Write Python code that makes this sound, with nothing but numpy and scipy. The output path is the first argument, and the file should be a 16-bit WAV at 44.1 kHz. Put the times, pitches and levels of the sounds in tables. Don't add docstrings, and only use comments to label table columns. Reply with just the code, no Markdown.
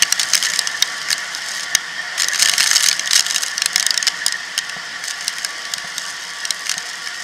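import sys
import numpy as np
from scipy import signal
from scipy.fft import rfft, irfft
from scipy.io import wavfile
from scipy.ndimage import uniform_filter1d

SR = 44100
rng = np.random.default_rng(int(sys.argv[2]) if len(sys.argv) > 2 else 0)


def store_wav(level_fs):
    pcm = np.round(np.clip(np.atleast_2d(level_fs), -1, 1) * 32767)
    wavfile.write(sys.argv[1], SR, pcm.T.astype(np.int16))


N = 318843

# (frequency [Hz], relative spectral density [dB])
ROAR_SPECTRUM = [(15, -58), (25, -34), (99, -26), (173, -19), (433, -19), (1050, -9.5), (1140, -10),
                 (1240, -11.5), (1800, -3), (2560, -14.5), (3090, -5), (4150, -15.5), (5280, -13),
                 (8350, -22), (15500, -46)]
# (frequency [Hz], width [Hz], relative level [dB])
WHINE_BANDS = [(172, 9.7, -27), (290.4, 11, -32), (701.6, 120, -18), (1433, 180, -10.5), (1739, 56, -8),
               (1825, 94, -6), (1895, 23, -8.5), (2026, 230, -10), (2000, 18, -17), (3270, 260, -19.5),
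               (4490, 110, -18.5), (5120, 1300, -7)]
# (frequency [Hz], side relative to mid [dB])
ROAR_SIDE = [(40, -3), (110, -8), (200, -12), (380, -16), (780, -21), (950, -90)]
# (time [s], level [dB])
ROAR_ENVELOPE = [(0, -26), (1.09, -26.5), (1.9, -28), (2.54, -25.5), (3.4, -28), (3.92, -26.5),
                 (4.5, -28.5), (6.1, -29), (7.23, -29.5)]
# (centre time [s], half duration [s], level [dB])
SQUEAKS = [(.95, .07, -44), (6.08, .04, -38)]
# (frequency [Hz], level [dB])
SHAFT_TONES = [(481, -58), (718, -58), (938, -55), (1120, -52)]
# (frequency [Hz], relative level [dB], nominal 60 dB decay time [s])
SHELL_MODES = [(1743, -12.5, 0.023), (1847, -13, .02), (2144, -8.5, 0.015), (1484, -20.5, 0.0085),
               (2420, -11.5, 0.011), (2950, -6, 0.024), (3286, -10.5, 0.026), (3944, -9, 0.021),
               (4466, -7, 0.019), (5140, -6.5, 0.018), (5330, -7.5, 0.015), (5890, -11, 0.02),
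               (6370, -0.5, 0.0086), (7146, -6.5, 0.0091), (8280, -1.5, 0.0074), (9270, -5.5, 0.0048),
               (9820, -11.5, 0.009), (11170, -8, 0.0072), (13400, -26, .003)]
# (frequency [Hz], relative level [dB], nominal 60 dB decay time [s])
MOUNT_MODES = [(174, 0.5, 0.064), (340, -22, 0.06), (467, -17.5, 0.075), (724, 5, 0.028),
               (1010, -1.5, 0.024)]
# (time [s], gain [dB])
MACHINE_JOLTS = [(0.466, 1), (0.742, -2), (1.718, -9), (1.9905, -4), (2.049, -6), (2.319, -1.5),
                 (2.4605, 1), (3.9978, -1.5), (4.2146, -2), (4.341, -3.5), (6.4313, -7), (7.064, -13.5)]
# (time [s], gain [dB], extra gain of the lowest mode [dB])
MOUNT_KNOCKS = [(0.588, -22, -24), (0.819, -24.5, -25), (1.745, -28, -11), (2.529, -17, -15),
                (2.603, -26, -11), (2.76, -23, -25), (3.188, -22, -16), (3.756, -20, -9), (4.077, -21, -30),
                (4.259, -20, -39), (4.574, -28, -24), (4.763, -19, -7.5), (5.765, -30, -2),
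                (5.843, -22.5, -7.5), (6.768, -22, -6)]
# (time [s], level [dB])
SHOWER_ENVELOPE = [(0.0, -36.5), (0.35, -24.5), (0.78, -33.5), (1.2, -37), (1.45, -32.5), (1.75, -41),
                   (2.1, -48), (2.35, -27), (2.75, -18.5), (2.95, -28), (3.05, -36), (3.42, -25.5),
                   (3.6, -36.5), (4.35, -39.5), (4.95, -43.5), (5.25, -34), (5.64, -37), (6.0, -36.5),
                   (7.23, -34.5)]
# (onset [s], duration [s], level [dB])
CHAFF_HANDFULS = [(0.188, 0.041, -23.5), (0.293, 0.024, -28), (0.356, 0.039, -24), (0.434, 0.039, -22.5),
                  (0.54, .03, -23), (1.087, 0.055, -25.5), (1.48, .17, -29), (2.175, 0.084, -23.5),
                  (2.384, 0.052, -15), (2.587, 0.095, -24), (2.814, 0.087, -22), (3.107, .1, -21.5),
                  (3.285, 0.027, -24), (5.038, 0.086, -29), (5.386, 0.087, -35), (5.98, .13, -32),
                  (6.655, 0.074, -28.5), (6.866, 0.043, -33.5)]
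# (time [s], gain before clipping [dB], centre of the ring [Hz],
# low modes relative to upper [dB], nominal contact time [ms])
KERNEL_IMPACTS = [(0.0224, 11, 5330, -12.5, 4), (0.0317, 4, 4460, -13, 1.8),
                  (0.1242, 6.5, 6030, -11.5, 2.2), (0.1955, -1, 4340, -12, 2.8),
                  (0.1995, -5.5, 5200, -18, 5.4), (0.2138, -6, 5550, -15, 3), (0.2311, -1, 5070, -20, 3.8),
                  (0.3348, 4, 5000, -8, 2.5), (0.347, 1.5, 6380, -9, 1.7), (0.352, 7, 6400, -14.5, 2.5),
                  (0.3656, -7, 6340, -8, 2.5), (0.4263, -2.5, 5250, -16, 1.7), (0.4358, -6, 6540, -10, 2.8),
                  (0.4487, -5.5, 5380, -4.5, 3.2), (0.4544, -8, 5090, -12, 3.2),
                  (0.5, -7.5, 5300, -10, 2.5), (0.5356, -4.5, 5200, -9, 2.3), (0.591, 4, 6300, -17, 2.5),
                  (0.6724, -2, 5100, -11.5, 3), (0.824, 8, 4490, -12, 1.4), (1.0155, -12, 4430, -10, 2.5),
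                  (1.0861, -12.5, 5030, 0, 3.5), (1.1043, -3, 6450, -7, 2.7), (1.114, -3, 5280, -9, 1.8),
                  (1.128, 0, 4490, -11.5, 3.8), (1.1806, -11, 5600, -10, 2.5),
                  (1.349, -8.5, 6070, -22, 2.1), (1.75, 12.5, 5900, -7.5, 2.27),
                  (2.1797, -9, 5200, -7, 1.9), (2.198, -4, 4900, -7, 2.5), (2.2093, -14, 6040, -8, 2.5),
                  (2.2203, -1, 6440, -10.5, 3.4), (2.2332, -2.5, 4980, -14, 2.2),
                  (2.2438, -1, 5110, -21, 1.9), (2.2843, -3, 6200, -9, 2.9), (2.3339, -6.5, 5100, -9, 2.5),
                  (2.3457, -5.5, 4490, -8, 3.3), (2.3582, -5.5, 5180, -7, 2.8),
                  (2.3895, -13, 4750, -10, 3.3), (2.396, -6, 6430, -3.5, 3.4), (2.4006, -9, 6370, -10, 3.2),
                  (2.4127, -5, 5280, -12, 2.8), (2.4184, -5, 4440, -17, 3), (2.423, 4.5, 5080, -15, 1.8),
                  (2.429, 5, 6370, -20, 2.2), (2.4494, -3, 4940, -12, 2.1), (2.4578, 1.5, 5160, -18, 3.2),
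                  (2.474, -4, 5170, -12, 2.8), (2.4857, 1, 5100, -13.5, 2.8), (2.4954, 4, 4430, -19, 1.9),
                  (2.5153, -7, 5190, -12, 2.5), (2.5363, 0, 5100, -7, 2.5), (2.581, 0.5, 6300, -10, 1.6),
                  (2.599, -4, 5260, -4, 2.2), (2.605, 4, 5150, -9, 3.1), (2.6199, -5, 4490, -4, 1.7),
                  (2.6288, -1, 5230, -12, 3), (2.635, -5, 5240, -10, 2.2), (2.6407, -1, 6260, -11, 3),
                  (2.6606, -4.5, 5320, -6, 2.1), (2.705, -7, 6600, -12, 2.5), (2.7093, -11, 5750, -10, 1.7),
                  (2.7124, 5, 5140, -8.5, 2.1), (2.7316, -2.5, 6260, -9, 2.5), (2.7515, -3, 6350, -17, 3.9),
                  (2.7586, 0, 5150, -12, 2.5), (2.7654, 10, 4460, -19, 1.15), (2.7794, -4, 5170, -18, 2.5),
                  (2.808, -6, 5220, -10, 2.5), (2.826, -5, 6410, -15, 1.9), (2.8333, -2, 6250, -18, 1.7),
                  (2.8407, 1, 5300, -15, 3.7), (2.8616, -1, 5210, -12, 2.2), (2.872, -3, 5190, -11, 2.5),
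                  (2.8863, 8.5, 5350, -19, 2.05), (2.9131, -1, 4620, -8, 1.8),
                  (2.9283, -3.5, 5250, -17, 2.1), (2.9943, -4, 5110, -8.5, 2.3),
                  (3.0584, -9, 5170, -13, 2.8), (3.074, -7, 4470, -12, 3.1), (3.1094, -2.5, 4540, -12, 1.8),
                  (3.1321, 4.5, 5250, -11, 2.8), (3.1553, 0.5, 6340, -12, 3.3),
                  (3.1605, 1.5, 5530, -12, 2.4), (3.1641, 1, 5150, -20, 3.4), (3.1775, -1, 5250, -15, 3.1),
                  (3.194, 4, 6360, -12.5, 3.3), (3.2064, 0, 5400, -18, 2.5), (3.2641, -4, 5430, -19, 2.5),
                  (3.3008, -5, 5160, -17, 3.5), (3.3086, -3, 4870, -12, 2.5), (3.345, -6, 5210, -12, 2.5),
                  (3.3605, 1.5, 4550, -21, 2.8), (3.3816, -5.5, 5170, -15, 3.3),
                  (3.4213, -9, 6340, -18, 2.5), (3.434, -2.5, 6300, -13, 2), (3.4627, -8.5, 5180, -14, 2.1),
                  (3.482, -11, 5240, -15, 2.5), (3.5796, -2, 5600, -17, 2.5), (3.6198, 3.5, 4600, -17, 2.1),
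                  (3.659, 6, 6150, -11.5, 1.8), (3.7312, -12, 6460, -12, 2.7), (3.7591, 8, 5040, -11, 1.6),
                  (3.78, -5, 6380, -9, 3.2), (3.7973, -0.5, 5270, -22, 3.2), (3.806, -7, 5160, -16, 2.5),
                  (3.8267, -2.5, 5170, -8, 1.5), (3.8649, 4, 5800, -18.5, 4.6),
                  (3.9064, 5.5, 5330, -29, 1.9), (3.9426, -3.5, 4700, -11, 2), (3.9762, 2, 5300, -22, 3),
                  (4.0266, -1, 5500, -17, 3.6), (4.069, 2, 4870, -15, 1.5), (4.076, 2.5, 5770, -11, 2.3),
                  (4.0814, -0.5, 5130, -9, 2.7), (4.2636, 8.5, 5000, -27, 2.6),
                  (4.2815, -4, 5630, -19, 2.5), (4.3235, -3.5, 6530, -15, 0.94),
                  (4.5783, -0.5, 5430, -15, 1.4), (4.588, -3.5, 5330, -14, 2.2),
                  (4.6953, -12, 4500, -21, 2.7), (5.0388, -11, 6380, -5.5, 1.6),
                  (5.082, -10, 6430, -12, 2.5), (5.1087, -8.5, 5660, -11, 1.8),
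                  (5.2088, -12.5, 5050, -12, 2.5), (5.2806, 1, 5600, -25, 0.83),
                  (5.3835, -11.5, 5240, -6, 3.6), (5.447, -3, 6370, -9, 3.8), (5.6526, -13, 5070, -16, 2.3),
                  (5.7372, -2.5, 5240, -17, 3.6), (5.782, -10.5, 5060, -6, 1.9),
                  (5.9813, -2.5, 5240, -16, 1.8), (6.4524, -6, 5290, -24, 2.7), (6.5062, 3, 5800, -23, 3.1),
                  (6.6673, -8.5, 5250, -5, 2.9), (6.6944, -3.5, 5330, -16, 2.5),
                  (6.715, -1.5, 6440, -9.5, 1.7), (6.7407, -7, 4400, -12, 1.03),
                  (6.7798, -6.5, 4900, -17, 2.1), (7.0725, -13.5, 4540, -5, 3.3)]
# (frequency [Hz], left relative to right [dB], left phase lead [rad])
BASS_IMBALANCE = [(40, 4, -.1), (110, 2.4, -.4), (200, 1.5, -.4), (400, .3, -.22), (750, 0, -.09),
                  (950, 0, 0)]

GRIT_SAMPLES = 300
IMPACT_DRAWS = GRIT_SAMPLES + 3 * len(SHELL_MODES)


def gain_of(db):
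    return 10 ** (np.asarray(db) / 20)


def unit_rms(x):
    return x / np.sqrt(np.mean(x ** 2) + 1e-20)


def spectrum_at(points, hz):
    f, value = np.transpose(points)
    return np.interp(np.log(hz + 1), np.log(f + 1), value)


def envelope(curve):
    return gain_of(np.interp(np.arange(N) / SR, *np.transpose(curve)))


def wander(shape, samples):
    return uniform_filter1d(uniform_filter1d(rng.standard_normal(shape), samples), samples)


def add(mix, start_s, sound):
    part = mix[round(start_s * SR):][:len(sound)]
    part += sound[:len(part)]


def ring(modes, extra_db, decay_scale, draws, rise_s):
    hz, db, t60 = np.array(modes).T[:, :, None]
    t = np.arange(1800) / SR
    strength, tuning, phase = draws.reshape(3, -1, 1)
    decay = gain_of(db + extra_db[:, None] + 2.44 * strength - 60 * t / (t60 * decay_scale))
    partials = decay * np.sin(2 * np.pi * hz * (1 + 0.032 * tuning) * t + 0.76 * phase)
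    return partials.sum(0) * (1 - np.exp(-t / rise_s))


def machine_roar():
    frames, hz = N // 512 + 5, np.fft.rfftfreq(2048, 1 / SR)
    mid_re, mid_im, side_re, side_im, patches = rng.standard_normal((frames, 1025, 5)).T
    patches = unit_rms(uniform_filter1d(uniform_filter1d(patches, 9, 0), 6, 1))
    density = gain_of(spectrum_at(ROAR_SPECTRUM, hz)) ** 2
    power = gain_of(-2.0) ** 2 * density / density.sum()
    for centre_hz, width_hz, db in WHINE_BANDS:
        peak = 1 / (1 + (2 * (hz - centre_hz) / width_hz) ** 2) ** 2
        power += gain_of(db) ** 2 * peak / peak.sum()
    side_gain = gain_of(spectrum_at(ROAR_SIDE, hz))[:, None]
    spectra = np.array([mid_re + 1j * mid_im, side_gain * (side_re + 1j * side_im)])
    spectra *= np.sqrt(power)[:, None] * gain_of(1.65 * patches)
    mid, side = signal.istft(spectra, nperseg=2048, noverlap=1536)[1][:, :N]
    return envelope(ROAR_ENVELOPE) * np.array([mid + side, mid - side]) / mid.std()


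def engine_hum(drift, flutter, hz=37.5, left_right_db=(-61.5, -86)):
    hum = np.sin(2 * np.pi * np.cumsum(hz + 1.3 * drift) / SR) * (1 + .25 * flutter)
    return gain_of(left_right_db)[:, None] * hum


def shaft_tones():
    sway = wander((2, len(SHAFT_TONES), N), 2500)
    hz, db = np.array(SHAFT_TONES).T[:, :, None]
    tone = np.exp(2j * np.pi * hz * np.arange(N) / SR) * (sway[0] + 1j * sway[1]) / sway.std()
    return (gain_of(db) * tone.real).sum(0)


def belt_squeal(drift, flutter, hz=1149, steady_db=-45):
    t = np.arange(N) / SR
    carrier = np.exp(2j * np.pi * np.cumsum(hz + 4.46 * drift) / SR)
    steady = gain_of(steady_db) * unit_rms((carrier * (1 + 0.71 * flutter)).real)
    swell = sum(gain_of(db) * np.exp(-((t - s) / half_s) ** 4) for s, half_s, db in SQUEAKS)
    return steady + swell * np.sqrt(2) * carrier.real


def machine_jolts():
    out = np.zeros(N)
    for s, db in MACHINE_JOLTS:
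        draws = 0.55 * rng.standard_normal(3 * 2)
        add(out, s, gain_of(db) * ring(SHELL_MODES[:2], np.zeros(2), 3.4, draws, rise_s=0.0043))
    return out


def mount_knocks():
    out = np.zeros(N)
    for s, db, thump_db in MOUNT_KNOCKS:
        draws = 0.17 * rng.standard_normal(3 * len(MOUNT_MODES))
        extra_db = np.where(np.arange(len(MOUNT_MODES)) == 0, thump_db, 0)
        add(out, s, gain_of(db) * ring(MOUNT_MODES, extra_db, 0.95, draws, rise_s=0.0036))
    return out


def impact(centre_hz, low_db, contact_ms, draws):
    grit, spot = draws[:GRIT_SAMPLES], draws[GRIT_SAMPLES:]
    t_ms = np.arange(GRIT_SAMPLES) / (SR / 1000)
    width_ms = np.clip(0.63 * contact_ms - .4, .1, 5)
    spectrum = rfft(grit * np.exp(-(t_ms / width_ms) ** 2), 1024)
    whitened = spectrum / abs(spectrum) ** .75
    crunch = irfft(whitened)[:400] * np.hanning(800)[400:]
    hz = np.array(SHELL_MODES)[:, 0]
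    is_low = hz < 2600
    emphasis_db = -9.0 * np.log2(hz / centre_hz) ** 2
    upper = ring(SHELL_MODES, np.where(is_low, -200, emphasis_db), 0.87, spot, rise_s=0.00005)
    lower = ring(SHELL_MODES, np.where(is_low, 0, -200), 0.97, spot, rise_s=0.00027)
    upper, lower = np.convolve(upper, crunch), np.convolve(lower, crunch)
    return upper / abs(upper).max() + gain_of(low_db) * lower / abs(lower).max()


def chaff_envelope(edge_s=0.0036):
    t = np.arange(N) / SR
    handfuls = sum(gain_of(db) * np.clip(np.minimum(t - s, s + length - t) / edge_s, 0, 1)
                   for s, length, db in CHAFF_HANDFULS)
    return np.hypot(envelope(SHOWER_ENVELOPE), handfuls)


def chaff(impacts_per_s=1600., spread_db=5.5, spots=24):
    sizes = gain_of(spread_db * np.minimum(rng.exponential(1, N), 4))
    impulses = sizes * (rng.random(N) < impacts_per_s / SR)
    spot, out = rng.integers(0, spots, N), np.zeros(N)
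    for k in range(spots):
        draws = rng.standard_normal(IMPACT_DRAWS)
        centre_hz = 5500 * gain_of(1.33 * draws[-1])
        tap = impact(centre_hz, low_db=-13.5, contact_ms=1.19, draws=draws)
        out += signal.oaconvolve(impulses * (spot == k), tap)[:N]
    return chaff_envelope() * unit_rms(out)


def kernels():
    out = np.zeros(N)
    for s, db, centre_hz, low_db, contact_ms in KERNEL_IMPACTS:
        draws = rng.standard_normal(IMPACT_DRAWS)
        add(out, s, gain_of(db) * impact(centre_hz, low_db, contact_ms, draws))
    return out


def scene():
    strikes = np.clip(kernels() + chaff(), -1.05, 1.05)
    strikes = signal.sosfilt(signal.butter(4, 1100, "high", fs=SR, output="sos"), strikes)
    roar = machine_roar()
    drift, flutter, quadrature = map(unit_rms, wander((3, N), 1800))
    tones = engine_hum(drift, flutter) + belt_squeal(drift, flutter + 1j * quadrature) + shaft_tones()
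    return roar + tones + mount_knocks() + machine_jolts() + strikes


def record(dry, cutoff_hz=15700):
    hz, rows = np.fft.rfftfreq(N, 1 / SR), np.array(BASS_IMBALANCE)
    level_db, lead_rad = spectrum_at(rows[:, :2], hz), spectrum_at(rows[:, ::2], hz)
    left = gain_of(level_db / 2) * np.exp(.5j * lead_rad)
    stereo = irfft(rfft(dry) * [left, 1 / left], N)
    lowpass = signal.firwin(255, cutoff_hz, window=("kaiser", 7), fs=SR)
    return np.clip(signal.oaconvolve(np.clip(stereo, -1, 1), lowpass[None], "same"), -1, 1)


dry = scene()
out = record(dry)
store_wav(out)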